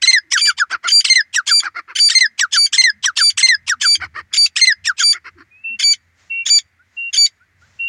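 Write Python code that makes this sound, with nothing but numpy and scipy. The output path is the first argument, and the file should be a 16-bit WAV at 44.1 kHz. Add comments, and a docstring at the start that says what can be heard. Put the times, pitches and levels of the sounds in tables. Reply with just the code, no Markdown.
"""Francolin duet

Two francolins call on a grassy field bank, each loud note a rasp that snaps into a clean tone.
Near bird: a repeated phrase of a long falling note, short falling notes and low pulsed grunts.
Partner: sharp level notes, later alone and slower, each led by a thin whistle; one more whistle ends.
Syrinx notes are locked harmonics plus noisy membrane slaps; whistles, peeps and hums are gliding sines.
Scattered echo, open air, lumpy low rumble and intermittent hiss are shaped noise."""
import sys
import numpy as np
from scipy import signal
from scipy.fft import rfft, irfft, next_fast_len
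from scipy.io import wavfile
from scipy.ndimage import uniform_filter1d, minimum_filter1d, map_coordinates

SR = 44100
rng = np.random.default_rng(int(sys.argv[2]) if len(sys.argv) > 2 else 0)


def pcm_store(signal):
    """Save signal as 16-bit PCM."""
    levels = np.round(np.clip(np.atleast_2d(signal), -1, 1) * 32767)
    wavfile.write(sys.argv[1], SR, levels.astype(np.int16).T)


N = 347508
TIME_S = np.arange(N) / SR

# long notes: snap t/s, length/s, opening yelp level/dB re LONG_DB
LONG_NOTES = [(.076, 0.11, -3), (1.101, 0.11, -23.5), (2.153, 0.11, -27), (2.783, 0.12, -18.5),
              (3.431, 0.12, -26), (4.616, 0.11, -22.5)]
# short notes: snap t/s, starting f/Hz, fundamental level/dB before its swell
SHORT_NOTES = [(.337, 1975, -17.5), (0.475, 1734, -18.5), (.6, 1721, -14.5), (.727, 1580, -23),
               (0.857, 1450, -23), (1.361, 1943, -17.5), (1.492, 1730, -22), (1.656, 1520, -24),
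               (2.41, 1943, -17.5), (2.544, 1733, -21), (3.058, 1972, -19.5), (3.188, 1800, -21),
               (3.697, 1916, -18), (3.831, 1730, -20.5), (4.873, 1872, -17.5), (4.999, 1653, -23)]
# grunts: t/s, length/s, nominal pulse rate/Hz (arched from x0.5 to x1.05), level/dB
GRUNTS = [(.695, 0.075, 730, -21.5), (0.826, 0.06, 700, -24.5), (1.613, 0.083, 790, -23.5),
          (1.741, 0.074, 680, -23.5), (1.872, 0.066, 500, -31.5), (3.995, .078, 730, -23),
          (4.137, .086, 600, -25.5), (4.304, 0.064, 320, -41.5), (5.118, 0.073, 670, -29),
          (5.239, 0.064, 500, -31), (5.366, 0.077, 360, -42)]
# partner's sharp notes: snap t/s, length/s, f/Hz, fundamental level/dB
SHARP_NOTES = [(0.41, 0.086, 2348, -26), (.915, .088, 2358, -40), (1.509, 0.09, 2352, -35.5),
               (1.995, 0.089, 2323, -38), (2.566, 0.094, 2315, -31.5), (3.208, .09, 2323, -35),
               (3.852, 0.098, 2326, -31), (4.372, 0.085, 2310, -36.5), (5.031, 0.092, 2324, -34),
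               (5.833, 0.095, 2307, -25), (6.497, 0.086, 2323, -32), (7.172, 0.087, 2307, -30.5)]
# partner's throat resonance, lower once it calls alone: t/s, f/Hz
PARTNER_THROAT = [(.4, 7900), (2, 8500), (5.1, 8550), (5.8, 7205)]
# thin whistles: t/s, length/s, start f/Hz, end f/Hz, level/dB
WHISTLES = [(5.502, 0.14, 2427, 2680, -49), (5.634, 0.14, 2678, 2734, -23), (6.295, .148, 2716, 2745, -20),
            (6.302, 0.16, 2220, 2370, -39), (6.963, 0.15, 2753, 2763, -23.5),
            (7.787, 0.18, 2728, 2802, -20.5)]
# soft rising peeps: t/s
PEEPS = [6.785, 7.397, 7.608]
# soft low hums: t/s, mean f/Hz, level/dB
HUMS = [(.23, 325, -61.5), (2.26, 227.5, -66.5), (2.7, 238, -65), (2.92, 218, -60), (3.74, 220, -60),
        (3.939, 339.6, -53.5), (5.35, 333.6, -49.5), (5.69, 216, -53)]

# overtones: multiple of the pitch, level/dB re the note's overtone level
LONG_OVERTONES = [(2, 3), (3, -4), (4, -10.5), (5, -29.5), (6, -50)]
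SHORT_OVERTONES = [(2, -7), (3, 2.5), (4, -5.5), (5, -18), (6, -30), (7, -40.5)]
SHARP_OVERTONES = [(1.5, -41.5), (2, 0), (2.5, -38), (3, -17), (3.5, -52), (4, -23.5), (5, -38.5), (6, -56)]

# spectra of rasps and grunts: f/Hz, level/dB per Hz (relative)
NEAR_RASP = [(60, -70), (400, -41), (700, -32), (950, -15), (1300, -15.5), (2200, -4.5), (3100, 4.5),
             (3800, -6.5), (5100, -2), (6400, -9.5), (7600, -6), (9000, -17), (10200, -36.5),
             (12500, -51.5), (15500, -44)]
SHARP_RASP = [(60, -70), (450, -37.5), (610, -24.5), (800, -34), (1100, -21.5), (1750, -18.5), (2150, 3),
              (3050, -4.5), (4350, -3), (5000, -7.5), (7100, -3.5), (7900, -28), (8800, -26), (9600, -15.5),
              (10400, -32.5), (13000, -54.5), (15300, -39)]
GRUNT_COLOUR = [(50, -65), (220, -26.5), (340, -9), (550, -24.5), (760, -20), (1200, 2), (2100, 0),
                (3600, -30), (4300, -15), (5100, -16), (6500, -36.5), (15000, -59.5)]

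# mean level of the low rumble: t/s, level/dB
RUMBLE_LEVEL = [(0.0, -65), (0.17, -78), (0.74, -60), (0.83, -73.5), (2.94, -71.5), (2.98, -55),
                (3.31, -72.5), (3.36, -47.5), (3.49, -88), (3.6, -49), (3.93, -71), (4.02, -51.5),
                (4.74, -71), (4.78, -52.5), (5.13, -71.5), (5.22, -60.5), (7.42, -69), (7.88, -54)]
# level of the faint hiss: t/s, level/dB
HISS_LEVEL = [(6.14, -75), (6.2, -56), (6.8, -83), (6.96, -60.5), (7.55, -79.5), (7.62, -59.5)]
# spectra of open air, hiss, rumble: f/Hz, level/dB per Hz (relative)
AIR_COLOUR = [(30, -27), (220, -15), (450, -22.5), (1000, -23), (2000, -8.5), (2800, -24.5), (15000, -43.5)]
HISS_COLOUR = [(200, -11), (2000, 0), (3200, -7.5), (7000, -5.5), (10000, -35)]
RUMBLE_COLOUR = [(20, -38), (65, -9.5), (87, 4), (110, -9.5), (220, -20), (700, -70.5)]
# spectrum of the echo tail: f/Hz, level/dB per Hz (relative)
TAIL_COLOUR = [(300, -4), (1200, -6.5), (2330, 4), (3200, -12.5), (4500, -19), (5200, -13),
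               (8000, -14.5), (14000, -26.5)]

SNAP_S, UNLOCK_S = .012, .016   # 60 dB attack and release of a locked tone
# long note; leads are times before the snap
LONG_HZ, LONG_DB = 2097, -9.5
LONG_LEAD_S, YELP_LEAD_S, YELP_HALF_S = .056, .034, .008
YELP_PITCH_SHARE = .96
BREAK_FROM_S, BREAK_TO_S = .03, .057
LONG_FALL_FROM_S, LONG_FALL_SHARE = .065, .21
# short note; the slide fades near STALL_HZ and stops there
SHORT_LEAD_S, SHORT_FADE_S, STALL_HZ = .032, .017, 1250
SHORT_FALL_FROM_S, SHORT_FALL_PER_S = .007, 11.44   # rate at full effort
FULL_EFFORT_HZ = 2020
SLACK_LOSS_DB = 373   # per squared share of pitch off full effort
# sharp note; starts slightly high and settles
SHARP_DB, SHARP_LEAD_S = -11, .034
SHARP_OVERSHOOT_SHARE, SHARP_SETTLE_S = .005, .012
USUAL_FUNDAMENTAL_DB = -33
OVERTONE_TRADE = .2   # overtone dB lost per dB of extra fundamental
# soft tones
CHEST_FROM_HZ, CHEST_TO_HZ, CHEST_DB = 385, 320, -30   # level re the grunt
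PEEP_S, PEEP_FROM_HZ, PEEP_TO_HZ, PEEP_DB = .058, 1310, 1660, -50.5
HUM_S = .1
# surroundings and output
AIR_DB, TAIL_T60_S, CUTOFF_HZ = -63, .47, 15900


def from_db(db):
    """Decibels to gain."""
    return 10 ** (np.asarray(db) / 20)


def rms_one(x):
    """Scale to rms 1."""
    return x / np.sqrt(np.mean(x ** 2) + 1e-20)


def follow(rows, t):
    """Interpolate each column of a curve at times t."""
    knots_s, *columns = np.transpose(rows)
    knots_s = np.maximum.accumulate(knots_s)
    return [np.interp(t, knots_s, column) for column in columns]


def coloured(x, spectrum):
    """Filter x by a spectrum of f/Hz, level/dB points; rms 1."""
    hz, db = np.transpose(spectrum)
    size = next_fast_len(2 * len(x))
    bins_hz = np.maximum(np.fft.rfftfreq(size, 1 / SR), 1)
    gain = from_db(np.interp(np.log(bins_hz), np.log(hz), db))
    return rms_one(irfft(rfft(x, size) * gain, size)[:len(x)])


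def drift(t, rate_hz):
    """Smooth random curve with spread near 1."""
    knots = (t - t[0]) * rate_hz
    values = rng.standard_normal(int(knots[-1]) + 2)
    return map_coordinates(values, [knots], order=3, mode="nearest")


def add(out, start_s, sound):
    """Mix a sound in at its time."""
    i = max(round(start_s * SR), 0)
    out[i:i + len(sound)] += sound[:max(N - i, 0)]


def held(t, start, end, attack_s, release_s):
    """Level in dB: 0 from start to end, -60 one attack before and one release after."""
    return -60 * (np.maximum(start - t, 0) / attack_s + np.maximum(t - end, 0) / release_s)


def bump(t, centre, width):
    """Smooth swell of height 1."""
    return np.exp(-((t - centre) / width) ** 2)


def since(t, start, bend_s):
    """Time elapsed since start, with a rounded corner."""
    return bend_s * np.logaddexp(0, (t - start) / bend_s)


def loudest(*levels):
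    """Highest of several levels at each moment."""
    return np.max(levels, axis=0)


def flutter(t, per_s, jitter, wander_hz, uneven_db, air):
    """Membranes slap at a wandering rate and uneven strength; air hisses through each opening."""
    cycles = np.cumsum(per_s * np.exp(jitter * drift(t, wander_hz))) / SR
    from_slap = (cycles % 1 - .5) * SR / per_s   # samples
    pulses = np.sinc(from_slap) * np.exp(-(from_slap / 6) ** 2)
    slaps = pulses * from_db(uneven_db * drift(t, np.mean(per_s)))
    hiss = rng.standard_normal(len(t)) * (1 - np.cos(2 * np.pi * cycles))
    return rms_one(slaps) + air * rms_one(hiss)


def windpipe(x, ring_s=.007):
    """Each slap rings briefly in the windpipe, whose fine resonances shift as the neck moves."""
    t = np.arange(0, ring_s, 1 / SR)
    rings = rng.standard_normal((2, len(t))) * from_db(-60 * t / ring_s)
    stretched, relaxed = signal.fftconvolve(x[None], rings, axes=1)[:, :len(x)]
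    neck = 1.2 * drift(np.arange(len(x)) / SR, 70)
    return np.cos(neck) * stretched + np.sin(neck) * relaxed


def syrinx(t, pitch_hz, fundamental_db, overtone_db, rasp_db, per_s, overtones, rasp_colour,
           throat_hz, boost_db, width_hz):
    """Chaotic flutter or locked tone; overtones flare as they cross the throat resonance."""
    # pitch grows unsteady as rasp takes over from tone
    unlocked = 1 / (1 + from_db(np.maximum(fundamental_db, overtone_db) - rasp_db))
    hz = pitch_hz * (1 + .0025 * drift(t, 45) + .038 * unlocked * drift(t, 900))
    phase = 2 * np.pi * np.cumsum(hz) / SR
    tone = from_db(fundamental_db + .5 * drift(t, 76)) * np.sin(phase)
    for multiple, db in overtones:
        # the throat rings only once the tone has locked
        locked = np.clip(t / .015, 0, 1)
        detune = (multiple * pitch_hz - throat_hz) / width_hz
        throat_db = boost_db * locked / (1 + detune ** 2)
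        shimmer_db = 3 * np.log(multiple / 2) * drift(t, 60)
        # partials halfway between harmonics come and go
        halfway = np.round(2 * multiple) % 2
        shimmer_db += 5 * halfway * drift(t, 30)
        tone += from_db(overtone_db + db + throat_db + shimmer_db) * np.sin(multiple * phase)
    slaps = flutter(t, per_s, jitter=.08, wander_hz=220, uneven_db=2.3, air=.26)
    rasp = from_db(rasp_db + drift(t, 190)) * coloured(windpipe(slaps), rasp_colour)
    return np.sqrt(2) * tone + rasp


def glide(length, start_hz, end_hz, db, waver):
    """A pure tone that swells, glides and fades."""
    t = np.arange(0, length, 1 / SR)
    hz = (start_hz + (end_hz - start_hz) * t / length) * (1 + waver * drift(t, 70))
    fade_in = np.sin(np.pi / 2 * np.minimum(t / .021, 1)) ** 2
    fade_out = np.sin(np.pi / 2 * np.minimum((length - t) / .034, 1)) ** 2
    level = np.sqrt(2) * from_db(db + .5 * drift(t, 50))
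    return level * fade_in * fade_out * np.sin(2 * np.pi * np.cumsum(hz) / SR)


def long_notes(rasp_db=-14, crack_db=-24, close_db=-40, air_db=-53, bright_db=-2, flutter_per_s=960,
               yelp_thin_db=7):
    """Rasp arching into a yelp, a level tone, a crack, then a second tone that sinks and dulls."""
    out = np.zeros(N)
    for s, length, yelp_db in LONG_NOTES:
        t = np.arange(-LONG_LEAD_S - .015, length + .025, 1 / SR)
        fall_s = since(t, LONG_FALL_FROM_S, bend_s=.0049)
        fall = LONG_FALL_SHARE * fall_s / (length - LONG_FALL_FROM_S)
        crack = bump(t, (BREAK_FROM_S + BREAK_TO_S) / 2, width=.0087)
        arch = bump(t, -YELP_LEAD_S, width=.02)
        per_s = flutter_per_s + (YELP_PITCH_SHARE * LONG_HZ - flutter_per_s) * arch
        yelp_pitch = YELP_PITCH_SHARE * bump(t, -YELP_LEAD_S, width=.05)
        hz = LONG_HZ * np.where(t < -SNAP_S, yelp_pitch, 1 - fall - .15 * crack)

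        yelp = yelp_db + held(t, -YELP_LEAD_S - YELP_HALF_S, -YELP_LEAD_S + YELP_HALF_S, SNAP_S, UNLOCK_S)
        first = held(t, 0, BREAK_FROM_S, SNAP_S, UNLOCK_S)
        second = held(t, BREAK_TO_S, length, SNAP_S, UNLOCK_S)
        tone = LONG_DB + loudest(yelp, first, second)

        # opening rasp eases off towards the snap and gives way to a strong yelp
        opening = rasp_db + held(t, -LONG_LEAD_S + .0054, -YELP_LEAD_S, .04, .16)
        opening += held(t, -LONG_LEAD_S, 0, SNAP_S, .011)
        opening -= 25 * from_db(yelp)
        crack_rasp = crack_db + held(t, BREAK_FROM_S + .003, BREAK_TO_S, .015, .0098)
        closing = close_db + held(t, length, length, .012, .026)
        breath = air_db + held(t, 0, length, SNAP_S, UNLOCK_S)
        rasp = loudest(opening, crack_rasp, closing, breath)

        fundamental = tone - 17 * fall - yelp_thin_db * arch
        dull_db = 39 * np.tanh(fall / .18)
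        note = syrinx(t, hz, fundamental, tone + bright_db - dull_db, rasp, per_s, LONG_OVERTONES,
                      NEAR_RASP, throat_hz=4980, boost_db=33.5, width_hz=220)
        add(out, s + t[0], note)
    return out


def short_notes(rasp_db=-13, air_db=-48, overtone_db=-13, swell_db=7.0, flutter_per_s=1400,
                flutter_rise_per_s=24):
    """Swelling, quickening rasp snaps into a bright tone that slides down and turns pure."""
    out = np.zeros(N)
    for s, pitch_hz, db in SHORT_NOTES:
        effort = pitch_hz / FULL_EFFORT_HZ
        force_db = -SLACK_LOSS_DB * (1 - effort) ** 2
        fall_per_s = SHORT_FALL_PER_S * effort
        length = SHORT_FALL_FROM_S + np.log(pitch_hz / STALL_HZ) / fall_per_s
        t = np.arange(-SHORT_LEAD_S - .005, length + .055, 1 / SR)
        ratio = np.exp(-fall_per_s * since(t, SHORT_FALL_FROM_S, bend_s=.0027))
        # gate opens with the rasp, shuts when the slide ends
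        stall = held(t, -SHORT_LEAD_S, length, .005, .0179)
        tone = held(t, .00067, length - SHORT_FADE_S, SNAP_S, release_s=.14) + stall
        opening = rasp_db + held(t, -.015, -.0024, .041, .0061)
        rasp = loudest(opening, air_db + tone) + stall
        dull_db = 33 * np.tanh((1 - ratio) / .18)
        fundamental = db + tone + swell_db * bump(t, .6 * length, width=.009)
        per_s = flutter_per_s * np.exp(flutter_rise_per_s * np.minimum(t, 0))
        note = syrinx(t, pitch_hz * ratio, fundamental, overtone_db + force_db + tone - dull_db,
                      rasp + force_db, per_s, SHORT_OVERTONES, NEAR_RASP,
                      throat_hz=6260, boost_db=9.5, width_hz=170)
        add(out, s + t[0], note)
    return out


def grunts():
    """At low pressure the membranes only flap slowly, fastest mid-grunt; the chest hums beneath."""
    out = np.zeros(N)
    for s, length, per_s, db in GRUNTS:
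        t = np.arange(0, length, 1 / SR)
        arch = np.sin(np.pi * t / length)
        slaps = flutter(t, per_s * (.5 + .55 * arch), jitter=.03, wander_hz=220, uneven_db=2.5, air=.32)
        add(out, s, from_db(db) * arch ** 1.5 * coloured(windpipe(slaps), GRUNT_COLOUR))
        add(out, s + .012, glide(length, CHEST_FROM_HZ, CHEST_TO_HZ, db + CHEST_DB, waver=.049))
    return out


def sharp_notes(rasp_db=-15.5, dip_db=3.5, close_db=-17, air_db=-58, flutter_per_s=1650, droop_per_s=2.8):
    """Rasp, level tone led by its second harmonic, closing rasp as the pitch lets go."""
    out = np.zeros(N)
    for s, length, pitch_hz, low_db in SHARP_NOTES:
        t = np.arange(-SHARP_LEAD_S - .016, length + .061, 1 / SR)
        overshoot = SHARP_OVERSHOOT_SHARE * np.exp(-np.abs(t) / SHARP_SETTLE_S)
        ratio = 1 + overshoot - droop_per_s * since(t, length, bend_s=.0023)
        tone = held(t, .0049, length, SNAP_S, UNLOCK_S)
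        opening = rasp_db + held(t, -SHARP_LEAD_S, 0, .03, .02) - dip_db * bump(t, -.013, width=.0099)
        closing = close_db + held(t, length + .0047, length + .005, .0083, .05)
        rasp = loudest(opening, closing, air_db + tone)
        rasp += held(t, -SHARP_LEAD_S - .009, t[-1], .004, .01)
        fundamental = low_db + held(t, .0026, length + .006, SNAP_S, release_s=.059)
        overtone_db = SHARP_DB - OVERTONE_TRADE * (low_db - USUAL_FUNDAMENTAL_DB)
        throat_hz, = follow(PARTNER_THROAT, s)
        note = syrinx(t, pitch_hz * ratio, fundamental, overtone_db + tone, rasp, flutter_per_s,
                      SHARP_OVERTONES, SHARP_RASP, throat_hz, boost_db=13.5, width_hz=1100)
        add(out, s + t[0], note)
    return out


def whistles():
    """Thin whistles: nearly steady gliding sines."""
    out = np.zeros(N)
    for s, length, start_hz, end_hz, db in WHISTLES:
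        add(out, s, glide(length, start_hz, end_hz, db, waver=.0016))
    return out


def peeps():
    """Soft peeps: brief rising sines."""
    out = np.zeros(N)
    for s in PEEPS:
        add(out, s, glide(PEEP_S, PEEP_FROM_HZ, PEEP_TO_HZ, PEEP_DB, waver=.004))
    return out


def hums():
    """Soft hums: low sines of wavering pitch."""
    out = np.zeros(N)
    for s, hz, db in HUMS:
        add(out, s, glide(HUM_S, hz, hz, db, waver=.073))
    return out


def field_echo(x, near_db, far_db):
    """Ground and bank scatter the calls at once; the tall crop returns a faint, duller tail."""
    t = np.arange(int(SR * .8)) / SR
    near = rng.standard_normal(len(t)) * from_db(-60 * t / .06) * (t > .003)
    far = coloured(rng.standard_normal(len(t)), TAIL_COLOUR)
    far = far * from_db(-60 * t / TAIL_T60_S) * (t > .02)
    response = from_db(near_db) * rms_one(near) + from_db(far_db) * rms_one(far)
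    return signal.fftconvolve(x, response / np.sqrt(len(t)))[:N]


def background():
    """Quiet open air, a lumpy low rumble and a faint hiss that comes and goes: coloured noise."""
    white = rng.standard_normal((3, N))
    rumble_db = follow(RUMBLE_LEVEL, TIME_S)[0] + 4 * drift(TIME_S, 10)
    rumble = from_db(rumble_db) * coloured(white[0], RUMBLE_COLOUR)
    hiss = from_db(follow(HISS_LEVEL, TIME_S)[0]) * coloured(white[1], HISS_COLOUR)
    air = from_db(AIR_DB) * coloured(white[2], AIR_COLOUR)
    return rumble + hiss + air


def scene():
    """Both birds and the soft tones, with their echo, in the open field."""
    near = long_notes() + short_notes() + grunts()
    calls = near + sharp_notes() + whistles() + peeps() + hums()
    return (calls + field_echo(calls, near_db=-15, far_db=-49) + background())[None]


def record(dry):
    """A fast limiter holds peaks near full scale; a steep low-pass cuts the top."""
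    gain = minimum_filter1d(1 / np.maximum(np.abs(dry), 1), size=180)
    limited = dry * uniform_filter1d(gain, size=180)
    low_pass = signal.ellip(10, .1, 80, CUTOFF_HZ, fs=SR, output="sos")
    return signal.sosfilt(low_pass, .97 * limited)


dry = scene()
out = record(dry)
pcm_store(out)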